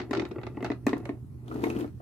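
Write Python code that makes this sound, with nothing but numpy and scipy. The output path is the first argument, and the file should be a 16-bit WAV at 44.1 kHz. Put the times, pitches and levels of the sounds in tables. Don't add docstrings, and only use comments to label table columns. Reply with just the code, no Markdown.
import sys
import numpy as np
from scipy import signal
from scipy.fft import rfft, irfft
from scipy.io import wavfile
from scipy.ndimage import uniform_filter1d, map_coordinates

SR = 44100
rng = np.random.default_rng(int(sys.argv[2]) if len(sys.argv) > 2 else 0)


def amplitude_ratio(level_db):
    exponent = np.asarray(level_db, float) / 20
    return 10 ** exponent


def master(y):
    cut = np.clip(np.atleast_2d(y).T, -1, 1)
    pcm = np.round(cut * 32767)
    wavfile.write(sys.argv[1], SR, pcm.astype(np.int16))


N = 88905
T = np.arange(N) / SR
BLOW_T = T[:6000]
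CONTACT_S = 0.0011


def evened(x):
    return x / np.sqrt(np.mean(x ** 2) + 1e-20)


def read(points, hz):
    f, value = np.transpose(points)
    return np.interp(np.log(hz + 1), np.log(f + 1), value)


def curve(points):
    return np.interp(T, *np.transpose(points))


def colour(x, points):
    gain = amplitude_ratio(read(points, np.fft.rfftfreq(x.shape[-1], 1 / SR)))
    return irfft(rfft(x) * gain, x.shape[-1])


def add(mix, s, sound):
    part = mix[:, round(s * SR):][:, :sound.shape[-1]]
    part += sound[..., :part.shape[-1]]


def correlated(a, b, same):
    return np.array([a, same * a + np.sqrt(1 - same ** 2) * b])


def specks(per_s, spread_db):
    struck = rng.random(N) < per_s / SR
    size = rng.exponential(1, N)
    sign = rng.choice([-1., 1.], N)
    return sign * amplitude_ratio(spread_db * np.minimum(size, 4)) * struck


def ring(modes, detune=1, contact=np.ones(1)):
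    hz, db, t60 = np.transpose(modes)[:, :, None]
    free = amplitude_ratio(-60 * BLOW_T / t60) * np.sin(2 * np.pi * hz * detune * BLOW_T)
    each = signal.oaconvolve(free, contact[None], axes=1)[:, :len(BLOW_T)]
    x = (amplitude_ratio(db) * each / abs(each).max(1, keepdims=True)).sum(0)
    return x / abs(x).max()


def cavity_boom(hz, t60, rise_s):
    modes = [(hz, 0, t60), (hz * 1.357, -8.5, t60)]
    return ring(modes) * (1 - np.exp(-(BLOW_T / rise_s) ** 2))


# f/Hz, level/dB
CRACK = [(880, 23.5), (1500, 8), (2090, 7), (3170, -11.5), (3700, -8.5), (8130, -43.5), (15700, -105)]


def crack_noise(fall, tilt_db):
    n = len(BLOW_T)
    tone = [(hz, level + (9 + tilt_db) * np.log2(hz / 3000)) for hz, level in CRACK]
    noise = correlated(rng.standard_normal(n), rng.standard_normal(n), 0.067)
    crack = evened(colour(noise, tone))
    flutter = amplitude_ratio(3.5 * evened(uniform_filter1d(rng.standard_normal(n), size=70)))
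    tail = amplitude_ratio(-1 - 60 * BLOW_T / 0.031)
    crack = crack * (1 - np.exp(-BLOW_T / CONTACT_S)) * flutter * (fall + tail)
    band = signal.butter(3, [600, 7500], "band", fs=SR, output="sos")
    return signal.sosfilt(band, crack)


def knock(mix, s, db, boom_db, crack_db, boom_hz, modes, lag_s, chatter_s, tilt_db=0):
    detune = 1 + 0.019 * rng.uniform(-0.71, 1, (10, 1))[:len(modes)]
    rise, fall = 1 - np.exp(-BLOW_T / CONTACT_S), np.exp(-BLOW_T / chatter_s)
    soft = signal.butter(3, 2600, fs=SR, output="sos")
    force = signal.sosfilt(soft, rng.standard_normal(len(BLOW_T)) * rise * fall)
    shell = ring(modes, detune, force)
    crack = crack_noise(fall, tilt_db)
    if lag_s:
        boom_hz = boom_hz * detune[-1, 0] ** 2
    boom = cavity_boom(boom_hz, t60=0.051, rise_s=0.0029)
    add(mix, s, amplitude_ratio(db) * (amplitude_ratio(-2) * shell + amplitude_ratio(crack_db + 3) * crack))
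    add(mix, s + abs(lag_s), amplitude_ratio(db + boom_db + 6.5) * boom)


CHATTER_S = [0.0024, 0.0036, 0.003]
# t/s, shell level/dB, boom re shell/dB, crack re shell/dB, boom f/Hz
DROPS = [
    (0.109, -26.5, 6.5, -8, 292),
    (0.57, -36.5, 10, -18, 300),
    (0.626, -24, 0, -21, 275),
    (0.701, -23.5, 5.5, -16, 296),
    (0.866, -17, 4.5, -15, 278),
    (0.93, -17, -0.5, -16.5, 276.3),
    (1.091, -28.5, 6.5, -17, 288),
    (1.638, -22, -23, -9, 320),
]
BRIGHT_DROPS = [1, -1, -1, -1, 0.77, -0.75, -0.3, -0.058]
# f/Hz, level/dB, t60/s
WHEEL = [(695, -2, .03), (885, -7, .035), (1060, -6, .025), (1960, 0, .014), (2490, -16, .01),
         (3700, -26, .012)]


def joint_drops(mix):
    for row, tilt_db in zip(DROPS, BRIGHT_DROPS):
        knock(mix, *row, WHEEL, 0, CHATTER_S[0], tilt_db)


# t/s, shell level/dB, boom re shell/dB, crack re shell/dB
RATTLES = [(0.0, -27.5, 0.5, -10), (0.014, -38.5, 4, -4), (0.131, -18, -7, -14), (0.149, -25, -8.5, -14),
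           (0.159, -41, 17, 4), (0.17, -31, -21, -5), (0.1955, -31, -24, -4.5), (0.218, -28, 4, -17),
           (0.2512, -37.5, -5, -8.5), (0.263, -40, -7, -9.5), (0.311, -33.5, 6.5, -7.5),
           (0.358, -33, 6.5, -47), (0.383, -28, -9, -56), (0.414, -39.5, -16, -13), (0.432, -29.5, -5, -15),
           (0.466, -28.5, -8, -14.5), (0.561, -55, -7, -12), (0.605, -33.5, 4, -15),
           (0.645, -20, -11, -21.5), (0.661, -30, -6, -13), (0.715, -28, -6, -6.5), (0.732, -49, -17, -26),
           (0.892, -38, 9.5, -1.5), (0.908, -39, 4, -16), (0.966, -35, 1, -5), (0.98, -57, 1, -1),
           (0.999, -50, 12, -15), (1.0535, -35, -15, -6), (0.65, -34.5, -17, -4), (0.88, -30, -5, 1)]
BRIGHT_RATTLES = [3, 3.5, 5.2, 4, -1, 3.5, 4, 2.5, 4, 0.5, 1, -1, -1, -1, -1.2, 1.1, 4, -3, 6.8, 4, -0.9,
                  -3, 4, 7, -10, 3.5, 9, -1, -1, -7]
# f/Hz, level/dB, t60/s
AXLE = [(717, 4, 0.014), (861, -4.5, 0.04), (1253, 1.5, 0.01), (1953, -5.5, 0.024), (2603, -11.5, 0.025),
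        (4540, -27, 0.025)]


def axle_rattles(mix):
    for row, tilt_db in zip(RATTLES, BRIGHT_RATTLES):
        knock(mix, *row, 357, AXLE, 0.00256, CHATTER_S[1], tilt_db)


# t/s, shell level/dB, boom re shell/dB, crack re shell/dB
CATCHES = [(1.48, -35.5, -6.5, -28), (1.512, -29.5, -2.5, -29), (1.524, -33.5, 1, -25),
           (1.542, -48, -4, -15), (1.557, -31.5, 1, -21), (1.612, -37, 0, -39), (1.666, -24, 2, -19),
           (1.7, -31.5, -0.5, -8), (1.763, -37, -19, -15), (1.788, -34, -18, -33), (1.808, -35, 5.5, -6.5),
           (1.843, -28, -25, -26), (1.876, -45, -26, -10), (2.001, -41, -9, -41)]
PART_HZ = [3800, 1250, 1060, 7000, 870, 1750, 700, 2540, 2920, 710, 2970, 790, 653, 785]


def drag_catches(mix):
    for row, part_hz in zip(CATCHES, PART_HZ):
        knock(mix, *row, 314, AXLE[:3] + [(part_hz, 4.5, 16 / part_hz)], 0, CHATTER_S[2])


# t/s, level/dB, tilt at 15 kHz/dB
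TICKS = [(0.1088, -45.5, -14), (0.132, -47, -14), (0.2864, -55, 2), (0.6243, -52, -11), (0.644, -47, -13),
         (0.866, -32, -14), (0.9792, -49, -5.5), (1.053, -48, -19), (1.09, -60, -12), (1.48, -53.5, -13),
         (1.5414, -51, -10), (1.639, -38.5, -6), (1.6714, -55, -2.5), (1.6934, -55, -13), (1.7, -42, -17),
         (1.7893, -43, 1), (1.8058, -49, -16)]


def bright_ticks(mix):
    envelope = (1 - np.exp(-BLOW_T / CONTACT_S)) * np.exp(-BLOW_T / 0.0019)
    for s, db, tilt_db in TICKS:
        tone = [(3050, -30), (6100, 0), (15000, tilt_db)]
        snap = evened(colour(rng.standard_normal((2, len(BLOW_T))), tone))
        add(mix, s, amplitude_ratio(db + 3.5) * snap * envelope)


# t/s, level/dB, f/Hz
THUMPS = [(0.166, -27.5, 323), (.179, -17, 339), (0.2, -22, 324), (.225, -27, 322), (0.746, -36.5, 197),
          (1.552, -22, 302), (1.633, -13.5, 324), (1.657, -21, 307), (1.68, -21, 308), (1.747, -34, 248),
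          (1.762, -20.5, 238), (1.778, -24.5, 304), (1.795, -33, 332), (1.827, -27.5, 292),
          (1.844, -21.5, 303)]


def body_thumps(mix):
    for s, db, hz in THUMPS:
        add(mix, s, amplitude_ratio(db + 6.5) * cavity_boom(hz, t60=0.039, rise_s=0.0031))


# t/s, level/dB, f/Hz, t60/s
PINGS = [
    (.132, -33, 1250, 0.03),
    (1.699, -32, 2670, 0.0092),
    (2.0, -46, 735, 0.046),
    (0.472, -52, 1370, 0.034),
    (.572, -36.5, 870, 0.059),
    (.646, -38, 1328, 0.07),
    (.717, -60, 2030, 0.032),
    (1.055, -35.5, 556, 0.04),
    (1.634, -31, 885, 0.063),
    (1.639, -28, 2107, 0.01),
]


def part_pings(mix):
    for s, db, hz, t60 in PINGS:
        jolt = rng.standard_normal(200) * np.hanning(200) ** 2
        tuned = np.hanning(100) * np.cos(2 * np.pi * hz * T[:100])
        add(mix, s, amplitude_ratio(db) * ring([(hz, 0, t60)], contact=np.convolve(jolt, tuned)))


def grit(tone):
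    grains = correlated(specks(2500, 5.5), specks(2500, 5.5), 0.3)
    return evened(colour(grains, tone))


def shaken(modes):
    total = np.zeros(N)
    for hz, db, t60 in modes:
        bumps = specks(300, 3.5)
        total += amplitude_ratio(db) * signal.oaconvolve(bumps, ring([(hz, 0, t60 * 0.82)]))[:N]
    return evened(total)


# t/s, level/dB
ROLL = [(0, -42.5), (.08, -52.5), (.2, -39.5), (.3, -50), (.5, -52.5), (.65, -48), (.8, -62), (.95, -48.5),
        (1.1, -48.5), (1.25, -68), (1.44, -57.5), (1.55, -42), (1.66, -39.5), (1.74, -38.5), (1.83, -38),
        (1.89, -69), (2.02, -73)]
# f/Hz, level/dB, t60/s
BODY = [(234.5, -7, 0.1), (320, 1.5, 0.097), (340.6, 6, 0.058), (378, -3, 0.013), (575, -6.5, 0.0055)]


def rolling():
    rumble = shaken(BODY) + amplitude_ratio(-13) * shaken(AXLE)
    return amplitude_ratio(curve(ROLL) + 2.5) * (rumble + amplitude_ratio(-16.5) * grit(CRACK))


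# t/s, level/dB
DRAG = [(1.43, -88), (1.48, -61.5), (1.6, -56.5), (1.65, -50.5), (1.74, -56.5), (1.8, -52), (1.86, -65.5),
        (1.92, -74)]
# f/Hz, level/dB
GRIT = [(800, -13), (1300, -8), (2000, -21), (3000, -18.5), (5000, -22), (8000, -27), (11000, -26.5),
        (15700, -28.5)]


def scrape():
    return amplitude_ratio(curve(DRAG)) * grit(GRIT)


# f/Hz, t60/s
WALL = [(250, 0.17), (1000, 0.16), (4000, 0.16), (12000, 0.2)]
# f/Hz, coherence/1
WALL_SAME = [(200, 0.68), (700, .6), (2000, 0.067)]


def wall(x):
    taps = np.zeros((2, SR // 2))
    at = np.arange(60, SR // 2 - 20, 20)
    at = at + rng.integers(0, 20, (2, len(at)))
    np.put_along_axis(taps, at, rng.choice([-1., 1.], at.shape), 1)
    hz, t, z = signal.stft(taps, SR, nperseg=256)
    z = correlated(z[0], z[1], np.clip(read(WALL_SAME, hz), 0, 1)[:, None])
    decay = amplitude_ratio(-60 * t / read(WALL, hz)[:, None])
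    tail = signal.istft(z * decay, SR, nperseg=256)[1]
    return signal.fftconvolve(x[None], tail / np.linalg.norm(tail[0]), axes=1)[:, :N]


# t/s, level/dB
HUM = [(0, -48.5), (.2, -44.5), (.26, -64), (.3, -38), (.34, -72), (.39, -37), (.43, -52.5), (.47, -43),
       (.67, -44), (1.0, -46), (1.05, -41), (1.13, -48), (1.23, -41), (1.26, -66), (1.37, -44.5),
       (1.8, -43.5), (2.02, -52)]
# multiple of the fundamental/1, level/dB
HUM_PARTIALS = [(0.599, -8.5), (2.001, -13), (2.5, -21)]


def hum():
    drift = evened(uniform_filter1d(rng.standard_normal((4, N)), size=3000, axis=1))
    wander_hz = np.array([[3.0], [12], [4], [4]]) * drift
    turns = 2 * np.pi * np.cumsum(122.14 + wander_hz, axis=1) / SR
    rest = np.zeros(N)
    for k, (multiple, db) in enumerate(HUM_PARTIALS):
        rest += amplitude_ratio(db + 0.7 * drift[-1 - k]) * np.sin(multiple * turns[k + 1])
    return np.sqrt(2) * (amplitude_ratio(curve(HUM)) * np.sin(turns[0]) + amplitude_ratio(-45.5) * rest)


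# f/Hz, level/dB
YARD = [(50, -16), (105, -6.5), (200, -19.5), (300, -19), (520, -39), (2500, -57.5), (6000, -60),
        (11000, -56), (15700, -63)]
# f/Hz, coherence/1
SAME = [(60, 0.88), (240, 0.73), (950, 0.22), (3770, 0.03), (15000, 0.04)]


def yard():
    frames, hz = N // 256 + 5, np.fft.rfftfreq(1024, 1 / SR)
    a, b, c, d, patches = rng.standard_normal((frames, 513, 5)).T
    patches = uniform_filter1d(patches, size=12, axis=0)
    patches = evened(uniform_filter1d(patches, size=14, axis=1))
    z = correlated(a + 1j * b, c + 1j * d, np.clip(read(SAME, hz), -1, 1)[:, None])
    z *= amplitude_ratio(read(YARD, hz)[:, None] + 2 * patches)
    return amplitude_ratio(-46.5) * evened(signal.istft(z, nperseg=1024, noverlap=768)[1][:, :N])


# t/s, lead/s
LEAD = [(0, 0), (.9, 0), (1.2, .00018), (1.5, .0003), (2.02, .00032)]
# t/s, level/dB
PAN = [(0, 0.5), (.3, -1), (.6, -1), (.9, -1), (1.2, -2.5), (1.4, 1.5), (1.55, 0), (2.02, 1)]


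def scene():
    car = np.zeros((2, N))
    for blows in (joint_drops, axle_rattles, drag_catches, bright_ticks, body_thumps, part_pings):
        blows(car)
    left, right = car + rolling() + scrape()
    late = np.arange(N) - SR * curve(LEAD)
    right = map_coordinates(right, [late], order=3, mode="nearest")
    side = amplitude_ratio(curve(PAN) / 2)
    return np.array([left * side, right / side]) + amplitude_ratio(-5) * wall(left) + yard() + hum()


# f/Hz, level/dB
LEAN = [(40, 3), (80, -7), (280, 4.5), (700, -1), (2500, 0), (12000, 3)]


def microphone_ports(dry):
    left = colour(dry[0], [(hz, db / 2) for hz, db in LEAN])
    right = colour(dry[1], [(hz, -db / 2) for hz, db in LEAN])
    edge = signal.firwin(401, 15700, window=("kaiser", 9), fs=SR)
    ports = signal.oaconvolve(np.array([left, right]), edge[None], "same")
    return signal.sosfilt(signal.butter(3, 62.6, "high", fs=SR, output="sos"), ports)


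def band_limit(x):
    return signal.sosfilt(signal.butter(12, 15850, fs=SR, output="sos"), x)


def record(dry):
    mix = microphone_ports(dry)
    return band_limit(mix)


dry = scene()
out = record(dry)
master(out)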